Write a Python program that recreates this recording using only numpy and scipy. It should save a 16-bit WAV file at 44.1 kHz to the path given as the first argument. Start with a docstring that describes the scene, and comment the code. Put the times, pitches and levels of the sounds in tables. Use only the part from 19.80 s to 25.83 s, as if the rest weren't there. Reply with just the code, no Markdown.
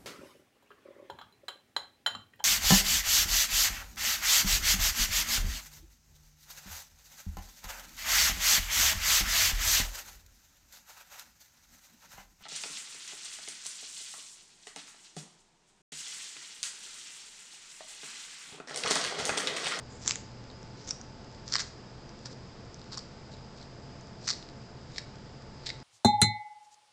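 """A tortoise eats lettuce on a hard floor indoors, close to a small camera: rumble, faint hum and hiss throughout.
Leaf drags faintly at 0.08 s; bites follow from 0.3 to 3.2 s, about 0.7 s apart, some doubled, with faint drags.
A gap with two more drags precedes the last three bites, at 4.5, 5.2 and 5.9 s. The room answers briefly.
Each bite crushes leaf (random cell bursts through resonances); ribs snap (decaying noise through resonances)."""
import sys
import numpy as np
from scipy import signal
from scipy.fft import rfft, irfft, next_fast_len
from scipy.io import wavfile
from scipy.ndimage import map_coordinates

SR = 44100
rng = np.random.default_rng(int(sys.argv[2]) if len(sys.argv) > 2 else 0)


def unload_wav(signal):
    """Save mono or channel-first audio to the path in sys.argv[1] as 16-bit WAV at rate SR, clipped to [-1, 1]."""
    wavfile.write(
        sys.argv[1],
        SR,
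        np.round(np.clip(np.atleast_2d(signal).T, -1, 1) * 32767).astype(np.int16),
    )


N = 265923

# Room rumble spectrum, scaled to rms 1 in use: [freq_hz, relative_density_db]
RUMBLE_SPECTRUM = [(22, -13), (42, -2.5), (54, -10.5), (63, -9.5), (78, -3), (100, -9.5), (124, -5.5),
                   (165, -9), (210, -6), (300, -12.5), (470, -12.5), (640, -17), (1500, -24.5),
                   (3000, -44.5)]
# Microphone hiss spectrum, peak at its port resonance, scaled to rms 1 in use: [freq_hz, relative_density_db]
HISS_SPECTRUM = [(300, -15), (1800, -6), (3300, -9), (4200, -9), (4650, -4), (5000, 1.5), (5400, -8.5),
                 (6000, -12.5), (7300, -14.5), (8000, -18.5), (9000, -38.5)]
# Appliance hum lines; a random sway adds to the level: [freq_hz, start_rms_db, end_rms_db, phase_drift_rad]
HUM_LINES = [(119.8, -54.5, -57.5, .9), (135.1, -62.5, -55, 1.5), (687, -72, -66.5, 2.2),
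             (875.6, -65, -64.5, 0.96)]
# Colour of the room's answer: [freq_hz, relative_level_db]
ROOM_COLOUR = [(500, -4.5), (2200, 5.5), (3200, 2.5), (4900, 1), (6000, 0), (7200, 2), (9000, 4.5)]
# Room decay: [freq_hz, t60_s]
ROOM_DECAY = [(500, 0.2), (4500, 0.41), (9000, 0.34)]
# Colour of the leaf sounds at the microphone: [freq_hz, gain_db]
PRESENCE = [(600, -3), (1100, -0.5), (2100, -0.5), (2800, -1.5), (3600, 2.5), (5000, 0.5), (6200, -1.5),
            (7200, 3.5), (7900, -1), (8700, -1.5)]
# Loose leaves dragged over the floor, level before trim: [start_s, length_s, level_db, pitch_hz]
DRAGS = [(0.084, 0.15, -58.5, 7300), (0.958, 0.075, -56.5, 5200), (2.496, .042, -54, 5000),
         (3.506, .044, -54.5, 4700), (3.757, 0.086, -55.5, 4580)]
# Bites and tugs, crackle level before trim, crisp width before spread; grip and knock relative:
# [start_s, length_s, crackle_db, grip_db, crisp_hz, crisp_width_hz, knock_db, knock_hz, knock_width_hz]
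BITES = [(.275, 0.049, -38.5, -5, 5800, 2100, -9, 1930, 1700),
         (1.076, 0.034, -43.5, -10.5, 5760, 850, -19, 1930, 1390),
         (1.723, .042, -38.5, -9.5, 5150, 1250, -9, 1680, 1100),
         (1.794, 0.015, -33, -14, 5400, 1700, -7.5, 1770, 1110),
         (2.457, 0.012, -45.5, -15, 4980, 1100, -9, 1270, 800),
         (3.121, 0.033, -44.5, -16, 4840, 1300, -10, 1450, 1200),
         (3.173, 0.018, -46.5, -18, 5000, 850, -9, 1050, 700),
         (4.476, 0.036, -32.5, -14.5, 5130, 1340, -13.5, 1860, 1400),
         (5.162, 0.038, -48, -7.5, 4650, 1510, -18, 2020, 600),
         (5.861, 0.035, -39.5, -18.5, 4460, 1500, -9.5, 2080, 596)]
# Rib and edge snaps, loud ones in the bites and faint ticks between;
# crisp level over 1 ms, knock relative to it: [start_s, level_db, crisp_hz, knock_db, t60_s]
SNAPS = [(0.2618, -32.5, 6400, -4, 0.0022), (.2686, -35, 5870, -16, 0.0018),
         (0.2777, -14.5, 6200, -14, 0.0051), (0.2844, -27, 6700, -16, .003), (0.2953, -26, 6700, -9, .002),
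         (.3012, -31.5, 5600, -6, 0.0016), (0.3092, -20, 5470, -3, 0.0049), (0.3202, -30, 6300, -15, 0.008),
         (0.3571, -27.5, 6800, -6, 0.0052), (0.7014, -44.5, 4030, -7, .003), (.83, -46, 5700, -13, .004),
         (1.0764, -37.5, 6640, -17, 0.0026), (1.0911, -31, 6300, -17, .002),
         (1.1078, -19.5, 5500, -35, 0.0092), (1.1128, -32, 5400, -23, 0.0029),
         (1.2137, -37, 5960, -11, 0.0023), (1.6794, -33.5, 5400, -18, 0.0023),
         (1.6877, -37, 5560, -18, .003), (1.7242, -23, 5050, -15, 0.0031), (1.7336, -28, 5030, -12, .0023),
         (1.738, -18, 5300, -13, 0.011), (1.7488, -26, 5300, -8, .004), (1.7551, -18, 4700, -3, 0.005),
         (1.7637, -21.5, 4730, -10, 0.011), (1.784, -29, 4060, -5.5, .002),
         (1.7952, -27.5, 4800, -2.5, 0.0014), (1.81, -31, 5100, -13, .0025), (1.82, -34, 5960, -7, 0.0025),
         (2.2925, -45, 5600, -11, 0.0022), (2.4577, -33, 5400, -7.5, 0.019),
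         (2.944, -39, 5560, -25, 0.0012), (3.0164, -44.5, 4700, -8, .0015), (3.1225, -39, 4600, -8, 0.0054),
         (3.1747, -29, 5600, -6.5, 0.0049), (3.1805, -29.5, 4770, -23, .004),
         (3.1917, -35, 4980, -22, 0.0078), (4.211, -48, 5960, -15, .003), (4.4776, -25, 5450, -5, 0.0032),
         (4.4888, -20.5, 5500, -10, 0.0022), (4.4971, -24.5, 5540, -11, .003),
         (4.5039, -19, 4870, -15, 0.0016), (4.5094, -25, 5000, -23, 0.0019),
         (4.5291, -33, 4770, -11, .0026), (4.536, -33.5, 4700, -14, .002), (4.6265, -42.5, 4700, -8, .003),
         (4.689, -44, 4630, -4, 0.0031), (5.1609, -39.5, 4000, -4, .004), (5.182, -25, 4630, -3.5, 0.02),
         (5.8677, -32.5, 4200, -16, .004), (5.902, -29, 4370, 0, 0.014)]

# Bite pressure: grip swells, presses home, holds, lets go; the torn leaf crackles on, fading
GRIP_S, GRIP_SWELL_DB, PRESS_S, LET_GO_S = 0.065, 8.5, 0.0061, 0.0092
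AFTER_DB, AFTER_FADE_DB_PER_S = -11, 230
TOP_HZ = 9200  # nothing passes above


def amp(db):
    """Decibels to gain."""
    return 10 ** (np.asarray(db) / 20)


def unit(x):
    """Scale to rms 1."""
    return x / np.sqrt(np.mean(x ** 2) + 1e-20)


def along(points, hz):
    """Interpolate (Hz, value) points on a log-frequency axis."""
    freq_hz, values = np.transpose(points)
    return np.interp(np.log(hz + 1), np.log(freq_hz), values)


def wobble(knots_per_s):
    """Smooth random curve through normal-distributed knots."""
    knots = rng.standard_normal(int(N * knots_per_s / SR) + 4)
    return map_coordinates(knots, [np.arange(N) * knots_per_s / SR])


def filtered(x, response):
    """Multiply the spectrum of x by a response of frequency."""
    size = next_fast_len(N + SR // 2)
    hz = np.fft.rfftfreq(size, 1 / SR)
    return irfft(rfft(x, size) * response(hz), size)[:N]


def noise(spectrum):
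    """Steady noise of rms 1 with the given colour."""
    return unit(filtered(rng.standard_normal(N), lambda hz: amp(along(spectrum, hz))))


def ring(x, hz, width_hz, order=1):
    """Pass x through one resonance; rms 1."""
    edges_hz = np.clip([hz - width_hz / 2, hz + width_hz / 2], 100, SR / 2 - 100)
    sos = signal.butter(order, edges_hz, "bandpass", fs=SR, output="sos")
    return unit(signal.sosfilt(sos, x))


def add(track, start_s, x):
    """Mix x into the track at start_s."""
    part = track[max(round(start_s * SR), 0):][:len(x)]
    part += x[:len(part)]


def background(rumble_db=-49, hiss_db=-58.0, sway_db=2):
    """Coloured-noise rumble and hiss; hum sines that waver in phase and strength."""
    t = np.arange(N) / SR
    hum = np.zeros(N)
    for hz, start_db, end_db, drift_rad in HUM_LINES:
        level = amp(np.linspace(start_db, end_db, N) + sway_db * wobble(3.926))
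        phase_rad = 2 * np.pi * hz * t + drift_rad * wobble(8)
        hum += level * np.sqrt(2) * np.sin(phase_rad)
    rumble = amp(rumble_db + 0.16 * wobble(5)) * noise(RUMBLE_SPECTRUM)
    hiss = amp(hiss_db + 0.28 * wobble(15.0)) * noise(HISS_SPECTRUM)
    return rumble + hum + hiss


def room(x, delay_s=0.003):
    """Diffuse tail from bare walls: noise decaying at a rate set by frequency."""
    hz, t, grains = signal.stft(rng.standard_normal(SR // 2), SR, nperseg=256)
    decay_db = 60 * t / along(ROOM_DECAY, hz)[:, None]
    shape_db = along(ROOM_COLOUR, hz)[:, None] - decay_db
    tail = signal.istft(grains * amp(shape_db), SR, nperseg=256)[1]
    # silent for delay_s, full after twice that
    tail *= np.clip(np.arange(len(tail)) / SR / delay_s - 1, 0, 1)
    return signal.fftconvolve(x, tail / np.linalg.norm(tail))[:N]


def settling(ticks_per_s=7, scatter_db=4, level_db=-75, hz=5200, width_hz=3200):
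    """Loose leaves shift: very faint random ticks through one resonance."""
    sizes = amp(scatter_db * np.clip(rng.standard_normal(N), -2, 1))
    ticks = (rng.random(N) < ticks_per_s / SR) * sizes
    return amp(level_db) * ring(ticks, hz, width_hz, order=2)


def crackle(pressure, hz, knock_db, knock_hz, knock_width_hz, cells_per_s, scatter_db,
            width_hz=1700, edge_db=-5, edge_hz=5500, edge_width_hz=4600):
    """Cells burst at random: cracks of uneven size, shaped by pressure, through the leaf's resonances."""
    size = len(pressure)
    bursts = rng.random(size) < cells_per_s / SR
    sizes = amp(scatter_db * np.clip(rng.standard_normal(size), -2, 2))
    # random signs make three independent drives
    crack, edge, push = pressure * bursts * sizes * rng.choice([-1, 1], (3, size))
    broad = amp(edge_db) * ring(edge, edge_hz, edge_width_hz)
    crisp = unit(ring(crack, hz, width_hz, order=2) + broad)
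    knock = amp(knock_db) * ring(push, knock_hz, knock_width_hz, order=2)
    return np.sqrt(np.mean(pressure ** 2)) * (crisp + knock)


def dragging(swell_share=0.21, fade_s=0.012, trim_db=-2):
    """A dragged leaf crackles more thinly than a bitten one; it swells gradually and stops quickly."""
    track, t = np.zeros(N), np.arange(SR // 5) / SR
    for start_s, length_s, level_db, hz in DRAGS:
        swell = t / (swell_share * length_s)
        fade = (length_s - t) / fade_s + 0.5
        pressure = np.clip(np.minimum(swell, fade), 0, 1)
        cells = crackle(pressure, hz, knock_db=-14, knock_hz=1700, knock_width_hz=1700,
                        cells_per_s=1100, scatter_db=3)
        add(track, start_s, amp(level_db + trim_db) * cells)
    return track


def crushing(trim_db=-0.5, spread=1.14):
    """The beak grips, presses and lets go; the many cells spread wider in pitch than one rib."""
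    track, t = np.zeros(N), np.arange(SR // 3) / SR - GRIP_S
    for (start_s, length_s, crackle_db, grip_db, hz, width_hz,
         knock_db, knock_hz, knock_width_hz) in BITES:
        times_s = [-GRIP_S, -PRESS_S, 0, length_s, length_s + LET_GO_S]
        levels_db = [grip_db - GRIP_SWELL_DB, grip_db, 0, 0, AFTER_DB]
        pressure_db = np.interp(t, times_s, levels_db)
        pressure_db -= AFTER_FADE_DB_PER_S * np.maximum(t - length_s, 0)
        cells = crackle(amp(pressure_db), hz, knock_db, knock_hz, knock_width_hz,
                        cells_per_s=1500, scatter_db=4.5, width_hz=spread * width_hz)
        add(track, start_s - GRIP_S, amp(crackle_db + trim_db) * cells)
    return track


def snaps(first_db=10, edge_db=-8, edge_hz=5600, edge_width_hz=4600):
    """A crack runs through a rib: it rings crisply and the mouth knocks as in the nearest bite."""
    track, t = np.zeros(N), np.arange(SR // 40) / SR
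    one_ms = np.sqrt(0.001 * SR / len(t))  # sets the energy as if the level lasted 1 ms
    for start_s, level_db, hz, knock_db, t60_s in SNAPS:
        bite = min(BITES, key=lambda b: abs(b[0] + b[1] / 2 - start_s))
        *_, width_hz, _, knock_hz, knock_width_hz = bite
        # one clean break, then the rest of the rib tears
        tearing = amp(-60 * t / t60_s) * rng.standard_normal((3, len(t)))
        crack, edge, push = amp(first_db) * (t == 0) + tearing
        # the breaking edge adds a broad tick
        broad = amp(edge_db) * ring(edge, edge_hz, edge_width_hz)
        crisp = unit(ring(crack, hz, width_hz, order=2) + broad)
        knock = amp(knock_db) * ring(push, knock_hz, knock_width_hz, order=2)
        add(track, start_s, amp(level_db) * one_ms * (crisp + knock))
    return track


def scene(room_db=-10):
    """Leaf sounds and their echo over the quiet room."""
    leaves = settling() + dragging() + crushing() + snaps()
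    leaves = filtered(leaves, lambda hz: amp(along(PRESENCE, hz)))
    return (background() + amp(room_db) * room(leaves) + leaves)[None]


def record(dry, rolloff_hz=8050, order=18, edge_hz=8750):
    """The camera's treble rolls off ever more steeply and ends at its band limit."""
    def response(hz):
        rolloff = 1 + (hz / rolloff_hz) ** (2 * order)
        edge = 1 + (hz / edge_hz) ** (6 * order)
        return (hz < TOP_HZ) / np.sqrt(rolloff * edge)
    return filtered(dry[0], response)[None]


dry = scene()
out = record(dry)
unload_wav(out)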